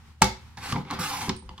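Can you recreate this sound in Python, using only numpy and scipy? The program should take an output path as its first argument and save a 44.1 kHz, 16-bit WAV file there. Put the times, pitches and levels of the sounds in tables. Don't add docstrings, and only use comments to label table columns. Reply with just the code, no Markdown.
import sys
import numpy as np
from scipy import signal
from scipy.fft import rfft, irfft, next_fast_len
from scipy.io import wavfile
from scipy.ndimage import map_coordinates

SR = 44100
rng = np.random.default_rng(int(sys.argv[2]) if len(sys.argv) > 2 else 0)


def pcm_store(signal):
    levels = np.round(np.clip(np.atleast_2d(signal), -1, 1) * 32767)
    wavfile.write(sys.argv[1], SR, levels.astype(np.int16).T)


def decibels_to_gain(level_db):
    exponent = np.asarray(level_db, float) / 20
    return 10 ** exponent


N = 70560

# pitch_hz, level_db (rms)
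HUM = [(77, -53.5), (86, -71), (228, -67)]
# freq_hz, level_db (per Hz)
AIR = [(30, -14), (100, 2.5), (250, -17.5), (600, -28), (900, -18), (1500, -21.5), (5000, -29),
       (15000, -44.5)]
# freq_hz, likeness (-1..1)
AIR_ALIKE = [(60, 0.93), (240, 0.72), (950, 0.72), (3800, -0.097), (15000, 0.03)]
# time_s, level_db
AIR_LEVEL = [(0, -53), (.12, -52), (.17, -61.5), (.22, -54), (.4, -51), (.5, -50.5), (.56, -53), (1.4, -58.5),
             (1.6, -52)]

# freq_hz, t60_s
ROOM_DECAY = [(100, 0.32), (800, 0.27), (3000, 0.33), (7000, 0.29), (14000, 0.23)]
# freq_hz, level_db
ROOM_COLOUR = [(60, -3.5), (300, -3), (630, 3), (1000, -3), (4000, 0), (9000, -5.5), (16000, -0.5)]
# freq_hz, likeness (-1..1)
ROOM_ALIKE = [(100, 1), (600, 0.47), (1500, 0), (4000, 0)]
ROOM_DB, ROOM_DELAY_S = -6, 0.004
NEAR_DB, NEAR_S, NEAR_HZ, POSES = -3.5, 0.004, 1800, 32
# freq_hz, level_db
PORT_TILT = [(200, 1), (1000, -0.5), (3000, -1), (9000, -7.5), (15000, -5.5)]
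PORT_LAG_S = 5.5e-5

# start_s, level_db
SWAYS = [(0.235, -17.5), (0.316, -32), (.585, -53), (0.733, -48), (1.31, -34), (1.458, -28.5), (1.5, -28)]
# pitch_hz, level_db, t60_s
LEGS = [(45.4, -22, 0.089), (61, 7.5, 0.087)]
# start_s, level_db
LIFTS = [(1.492, -37.5), (1.4943, -55), (1.5795, -54), (1.5865, -48)]
# pitch_hz, level_db, t60_s
HINGE = [(1050, 9, 0.018), (1180, -5, 0.01), (2077, -5, 0.021), (2860, -1, 0.011), (3020, -4, 0.015),
         (3350, -7, 0.01), (4630, -13, 0.018), (6500, -15, 0.0092), (8550, -18.5, 0.0096)]
SWAY_RISE_S = 0.021

STEEL_START_S, STEEL_HZ, STEEL_BEAT_HZ, STEEL_PAIR_DB = 1.364, 8520, 30, -8
STEEL_DB, STEEL_T60_S = -45, 0.3

# start_s, crack_db, brightness_db, base_db, thud_db
CONTACTS = [(0.218, -16, 5, -19.5, -9), (0.2197, -7.5, 12, -0.5, -31.5), (.227, -12.5, -1.5, -51, -38),
            (.243, -19.5, 13, -19, -24), (0.572, -41, -2, -45, -41), (0.5761, -43, -9, -38.5, -50),
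            (0.7242, -30, 3, -50, -66), (0.7284, -32, -20, -45, -24.5), (0.746, -43, -19, -54, -27.5),
            (.759, -36, -21, -22, -30), (0.7634, -48, -9, -30, -27), (0.851, -45, -20, -42, -36),
            (.903, -36, -16, -37, -31.5), (.909, -32.5, 11, -26.5, -40), (0.923, -45, -14, -45, -24.5),
            (.937, -44, 15, -40, -52), (0.989, -37, -15, -24.5, -26), (1.001, -40, -5, -43, -26),
            (1.2858, -43, -10, -42, -25), (1.2935, -20, -1.5, -62, -40), (1.298, -24.5, -16, -24, -35),
            (1.364, -49, 20, -53, -84), (1.427, -67, -8, -60, -40.5), (1.511, -65, -9, -60, -40),
            (1.4919, -50, -11, -66, -68.5), (1.579, -47, 4, -60, -54)]
# freq_hz, level_db (per Hz)
CRACK = [(700, -34), (1300, 1.5), (2100, -10), (2800, -2.5), (3700, 1.5), (5300, -0.5), (7500, -7.5),
         (15800, -33.5)]
# pitch_hz, level_db, t60_s
BASE = [(860, -25, 0.014), (897, 3, 0.027), (1027, -8, 0.017), (1186, -8.5, 0.035), (1279, -0.5, 0.017),
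        (1542, -11, 0.026), (2030, -9, 0.028), (2167, -5, 0.024), (2667, -18.5, 0.049), (5150, -17, 0.021)]
# pitch_hz, level_db, t60_s
TABLE = [(111, -3.5, 0.091), (151.3, -6.5, 0.069), (187.6, 5.5, 0.061), (281.6, -11.5, 0.077),
         (382.1, -13, 0.19), (515.5, -13.5, 0.088)]
CRACK_DB, BASE_DB, THUD_DB = 4.5, -1.5, 0.5
CRACK_T60_S, CRACK_RISE_S, BASE_RISE_S, THUD_RISE_S = 0.009, 0.0002, 0.0013, 0.0084
SCATTER_DB, DETUNE = 1.2, 0.006

# start_s, level_db, pitch_hz, t60_s
KNOCKS = [(0.571, -35.5, 880, 0.037), (.579, -39.5, 800, 0.043), (0.581, -33, 108.4, 0.083),
          (0.7257, -22, 1138, 0.028), (0.7292, -15.5, 143, 0.042), (0.7437, -27, 1045, .035),
          (.7597, -22, 203, .035), (.7632, -18, 934, 0.02), (.7632, -35, 2275, .04),
          (.774, -27, 852, 0.063), (0.7793, -23, 192, 0.06), (.81, -33.5, 1264, 0.025),
          (0.9041, -26.5, 1210, 0.026), (0.91, -28.5, 4160, 0.019), (0.9101, -25.5, 1097, 0.049),
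          (.918, -25.5, 1050, 0.029), (.9265, -23, 787, 0.031), (0.9363, -24, 1120, 0.029),
          (.988, -25.5, 1240, 0.022), (1.01, -43, 1280, 0.037), (1.282, -28, 1000, 0.033),
          (1.2855, -16, 223, 0.027), (1.2948, -23.5, 2040, 0.023), (1.2955, -19.5, 1016, 0.018),
          (1.2958, -14, 210, 0.036), (1.299, -28.5, 371, 0.13), (1.309, -29, 107, 0.081),
          (.7243, -9, 2900, .0022), (.658, -34, 872, .04), (.672, -31.5, 861, 0.072),
          (1.2936, -18, 3530, 0.009), (1.2932, -20, 5370, 0.0088), (1.304, -34, 1280, 0.029),
          (1.425, -44.5, 880, 0.029), (1.492, -47.5, 4500, .02), (1.4964, -35.5, 316, 0.02),
          (1.499, -45, 950, 0.065), (1.511, -40.5, 880, 0.048), (1.537, -46.5, 890, 0.056),
          (1.5789, -37, 3250, 0.017), (1.5818, -33, 3300, 0.0098), (1.582, -41.5, 1060, 0.051),
          (1.5985, -28.5, 238, .03)]
KNOCK_RISE_CYCLES = 0.27
BEAMED_HZ, BEAMED_DB = 1800, -12

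# time_s, friction_db, rail_load_db (on the base), board_load_db (on the table), free_rail_ratio
STROKES = [
    [(.57, -57, 14.5, -15, 0.51), (.6, -61.5, 1, 0, 0.75), (.63, -52, -1.5, -2, 0.85),
     (.66, -47.5, -4.5, -15, 0.65), (.69, -47.5, -7, 0, 0.87), (.725, -45.5, -8, -2, 0.85),
     (.74, -58.5, 11, 15, 0.7), (.83, -74, 14, 24, 0.98)],
    [(.83, -78, 5, 19, 1), (.895, -60, 9, -4, 0.76), (.912, -51.5, 4, 10.5, 0.81),
     (.95, -48.5, -5.5, 5.5, 0.81), (.99, -58, 10, 1, 0.72)],
    [(.988, -44, 1, -4, 1.03), (1.05, -46, 5.5, -6, 0.97), (1.11, -45, 3, -11.5, 0.84),
     (1.17, -46.5, 5.5, -2, 0.74), (1.23, -47.5, 4, 2, 0.744), (1.275, -52, 9, 2.5, 0.74),
     (1.29, -57, 7, 30.5, 1)],
]
DULL_DB = [-5, -18.5, 0.5]
# freq_hz, level_db (per Hz)
SCRAPE = [(880, -9), (1500, -1), (2900, -10.5), (4560, -4), (7040, -10), (10600, -10), (15800, -23.5)]
# pitch_hz, width_hz, level_db
HELD_RAIL = [(796, 63, 6), (880, 30, 7), (1000, 100, -19), (1440, 65, -20)]
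# pitch_hz, width_hz, level_db
FREE_RAIL = [(1260, 200, 0), (2900, 350, -5), (3500, 300, -7), (4300, 400, -9)]
# pitch_hz, width_hz, level_db
BOARD = [(109, 82, -4), (172, 72, 2.5), (288.8, 17, 1), (386, 49, -6)]
DULL_HZ, STROKE_EDGE_S = 5070, 0.006
GRAINS_PER_S, GRAIN_DB, GRAIN_SHARE, CHATTER_DB = 3200, 0.5, 0.25, 2.5
SCRAPE_DB, RAIL_DB, BOARD_DB, FREE_DB = 8.5, 5, 6.5, 0

NOTCH_HZ, NOTCH_WIDE_HZ, NOTCH_DB = 640, 60, -6
CEILING, TOP_HZ, TOP_EDGE_HZ = 0.9, 15920, 120


def unit(x):
    return x / np.sqrt(np.mean(x ** 2) + 1e-20)


def along(points, hz):
    f, v = np.transpose(points)
    return np.interp(np.log(hz + 1), np.log(f + 1), v)


def wobble(rate_hz):
    knots = rng.standard_normal(int(N * rate_hz / SR) + 4)
    return map_coordinates(knots, [np.arange(N) * rate_hz / SR])


def filtered(x, response):
    m = next_fast_len(x.shape[-1] + 8192)
    spectrum = rfft(x, m) * response(np.fft.rfftfreq(m, 1 / SR))
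    return irfft(spectrum, m)[..., :x.shape[-1]]


def resonances(peaks):
    def response(hz):
        total = 0
        for k, (centre, width, db) in enumerate(peaks):
            damping = 1j * hz * width
            total = total + (-1) ** k * decibels_to_gain(db) * damping / (centre * centre - hz * hz + damping)
        return total
    return response


def gliding(x, peaks, ratio):
    hz, t, z = signal.stft(x, SR, nperseg=512, noverlap=384)
    ratio_now = np.interp(t * SR, np.arange(N), ratio)
    gain = np.abs(resonances(peaks)(hz[:, None] / ratio_now)) ** 2
    return signal.istft(z * gain, SR, nperseg=512, noverlap=384)[1][:N]


def pair(noise, spectrum, alike):
    def mid_and_side(hz):
        turn = np.arccos(np.clip(along(alike, hz), -1, 1)) / 2
        return decibels_to_gain(along(spectrum, hz)) * np.array([np.cos(turn), np.sin(turn)])
    mid, side = filtered(noise, mid_and_side)
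    return unit(np.array([mid + side, mid - side]))


def ringing(modes, t, rise_s):
    hz, db, t60 = np.transpose(modes)[:, :, None]
    level_luck, pitch_luck = rng.standard_normal((2, len(modes), 1))
    decay = decibels_to_gain(db + SCATTER_DB * level_luck - 60 * t / t60)
    tones = decay * np.sin(2 * np.pi * hz * (1 + DETUNE * pitch_luck) * t)
    return tones.sum(0) * (1 - np.exp(-t / rise_s))


def strike(out, start_s, sound):
    return out + np.pad(sound, (round(start_s * SR), N))[:N]


def hum():
    out, t = np.zeros(N), np.arange(N) / SR
    for hz, db in HUM:
        level = np.sqrt(2) * decibels_to_gain(db + 2.1 * wobble(11.15))
        out += level * np.sin(2 * np.pi * hz * t + 0.63 * wobble(5.84))
    return out


def background_air():
    level_db = np.interp(np.arange(N) / SR, *np.transpose(AIR_LEVEL))
    air = pair(rng.standard_normal((2, N)), AIR, AIR_ALIKE)
    return decibels_to_gain(level_db + 1.2 * wobble(36)) * air


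def room(x):
    hz, t, z = signal.stft(rng.standard_normal((2, SR // 2)), SR, nperseg=256)
    decay = decibels_to_gain(-60 * t / along(ROOM_DECAY, hz)[:, None])
    tail = signal.istft(z * decay, SR, nperseg=256)[1]
    tail = pair(tail, ROOM_COLOUR, ROOM_ALIKE)
    tail = tail / np.linalg.norm(tail[0])
    late = np.pad(x, (round(ROOM_DELAY_S * SR), 0))
    return decibels_to_gain(ROOM_DB) * signal.fftconvolve(late[None], tail, axes=1)[:, :N]


def near_reflections(x):
    t = np.arange(512) / SR
    echoes = rng.standard_normal((POSES, 2, len(t))) * np.exp(-t / NEAR_S)
    echoes = echoes / np.linalg.norm(echoes, axis=2, keepdims=True)
    place = np.arange(N) * (POSES - 1) / N
    back = np.zeros((2, N))
    for pose, echo in enumerate(echoes):
        fade = np.sqrt(np.clip(1 - np.abs(place - pose), 0, 1))
        back += signal.oaconvolve((x * fade)[None], echo, axes=1)[:, :N]
    return filtered(back, lambda hz: decibels_to_gain(NEAR_DB) / (1 + (NEAR_HZ / (hz + 1)) ** 4))


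def at_ports(x):
    side = np.array([[0.5], [-0.5]])

    def response(hz):
        return decibels_to_gain(side * along(PORT_TILT, hz)) * np.exp(-2j * np.pi * hz * side * PORT_LAG_S)
    return filtered(x, response)


def table_sways():
    out, t = np.zeros(N), np.arange(SR // 2) / SR
    for start_s, db in SWAYS:
        out = strike(out, start_s, decibels_to_gain(db) * ringing(LEGS, t, SWAY_RISE_S))
    return out


def steel_part():
    t = np.clip(np.arange(N) / SR - STEEL_START_S, 0, None)
    tone = np.sin(2 * np.pi * STEEL_HZ * t)
    partner = np.sin(2 * np.pi * (STEEL_HZ + STEEL_BEAT_HZ) * t)
    return decibels_to_gain(STEEL_DB - 60 * t / STEEL_T60_S) * (tone + decibels_to_gain(STEEL_PAIR_DB) * partner)


def rail_lifts():
    out, t = np.zeros(N), np.arange(SR // 2) / SR
    for start_s, db in LIFTS:
        out = strike(out, start_s, decibels_to_gain(db) * ringing(HINGE, t, CRACK_RISE_S))
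    return out


def knock_notes():
    direct, to_room, t = np.zeros(N), np.zeros(N), np.arange(SR // 2) / SR
    for start_s, db, hz, t60 in KNOCKS:
        note = ringing([(hz, db, t60)], t, KNOCK_RISE_CYCLES / hz)
        direct = strike(direct, start_s, note)
        to_room = strike(to_room, start_s, note * decibels_to_gain(BEAMED_DB * (hz > BEAMED_HZ)))
    return direct, to_room


def crack(t, colour, level_db):
    spit = unit(filtered(rng.standard_normal(len(t)), colour))
    burst = spit * decibels_to_gain(level_db - 60 * t / CRACK_T60_S) * (1 - np.exp(-t / CRACK_RISE_S))
    pulse = filtered(1.0 * (np.arange(len(t)) == 64), colour)
    return burst, pulse * np.linalg.norm(burst) / np.linalg.norm(pulse)


def contacts():
    rings, cracks, pulses = np.zeros((3, N))
    t = np.arange(SR // 2) / SR
    for start_s, crack_db, bright_db, base_db, thud_db in CONTACTS:
        colour = lambda hz: decibels_to_gain(along(CRACK, hz) + bright_db * np.log2(1 + hz / 4000))
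        burst, pulse = crack(t, colour, crack_db + CRACK_DB)
        cracks = strike(cracks, start_s, burst)
        pulses = strike(pulses, start_s, pulse)
        rings = strike(rings, start_s, decibels_to_gain(base_db + BASE_DB) * ringing(BASE, t, BASE_RISE_S))
        rings = strike(rings, start_s, decibels_to_gain(thud_db + THUD_DB) * ringing(TABLE, t, THUD_RISE_S))
    return rings, cracks, pulses


def friction():
    caught = rng.random(N) < GRAINS_PER_S / SR
    grains = caught * rng.standard_normal(N)
    grains = grains * decibels_to_gain(GRAIN_DB * np.minimum(rng.exponential(size=N), 2))
    return np.sqrt(GRAIN_SHARE) * unit(grains) + np.sqrt(1 - GRAIN_SHARE) * rng.standard_normal(N)


def blade_scrape(rub, dull_db):
    def colour(hz):
        return decibels_to_gain(along(SCRAPE, hz) + dull_db / (1 + (DULL_HZ / (hz + 1)) ** 4))
    return decibels_to_gain(1.2 * wobble(61.35)) * unit(filtered(rub, colour))


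def guide_rail(rub, free_ratio):
    chatter = rub * decibels_to_gain(CHATTER_DB * wobble(120))
    held = unit(filtered(chatter, resonances(HELD_RAIL)))
    free = unit(gliding(chatter, FREE_RAIL, free_ratio))
    low_cut = lambda hz: 1 / (1 + (680 / (hz + 1)) ** 8)
    return unit(filtered(held + decibels_to_gain(FREE_DB) * free, low_cut))


def table_board(rub):
    return unit(filtered(rub * decibels_to_gain(1.6 * wobble(40.1)), resonances(BOARD)))


def carriage():
    out, t = np.zeros(N), np.arange(N) / SR
    for rows, dull_db in zip(STROKES, DULL_DB):
        time_s, *columns = np.transpose(rows)
        level_db, rail_db, board_db, free_ratio = [np.interp(t, time_s, c) for c in columns]
        on = np.clip(np.minimum(t - time_s[0], time_s[-1] - t) / STROKE_EDGE_S, 0, 1)
        rub = friction()
        mix = decibels_to_gain(RAIL_DB + rail_db) * guide_rail(rub, free_ratio)
        mix += decibels_to_gain(BOARD_DB + board_db) * table_board(rub)
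        mix += decibels_to_gain(SCRAPE_DB) * blade_scrape(rub, dull_db)
        out += on * decibels_to_gain(level_db) * mix
    return out


def scene():
    rings, cracks, crack_pulses = contacts()
    knocks, room_knocks = knock_notes()
    body = rings + rail_lifts() + table_sways() + carriage()
    direct = at_ports(body + cracks + knocks + steel_part())
    to_room = body + crack_pulses + room_knocks
    return direct + near_reflections(to_room) + room(to_room) + hum() + background_air()


def band_limit(x):
    return signal.sosfilt(signal.butter(12, 15920, fs=SR, output="sos"), x)


def record(dry):
    notch = lambda hz: decibels_to_gain(NOTCH_DB * np.exp(-((hz - NOTCH_HZ) / NOTCH_WIDE_HZ) ** 2))
    dip = filtered(dry, notch)
    soft = dip / (1 + np.abs(dip / CEILING) ** 4) ** (1 / 4)
    mix = filtered(soft, lambda hz: np.clip((TOP_HZ - hz) / TOP_EDGE_HZ, 0, 1))
    return band_limit(mix)


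dry = scene()
out = record(dry)
pcm_store(out)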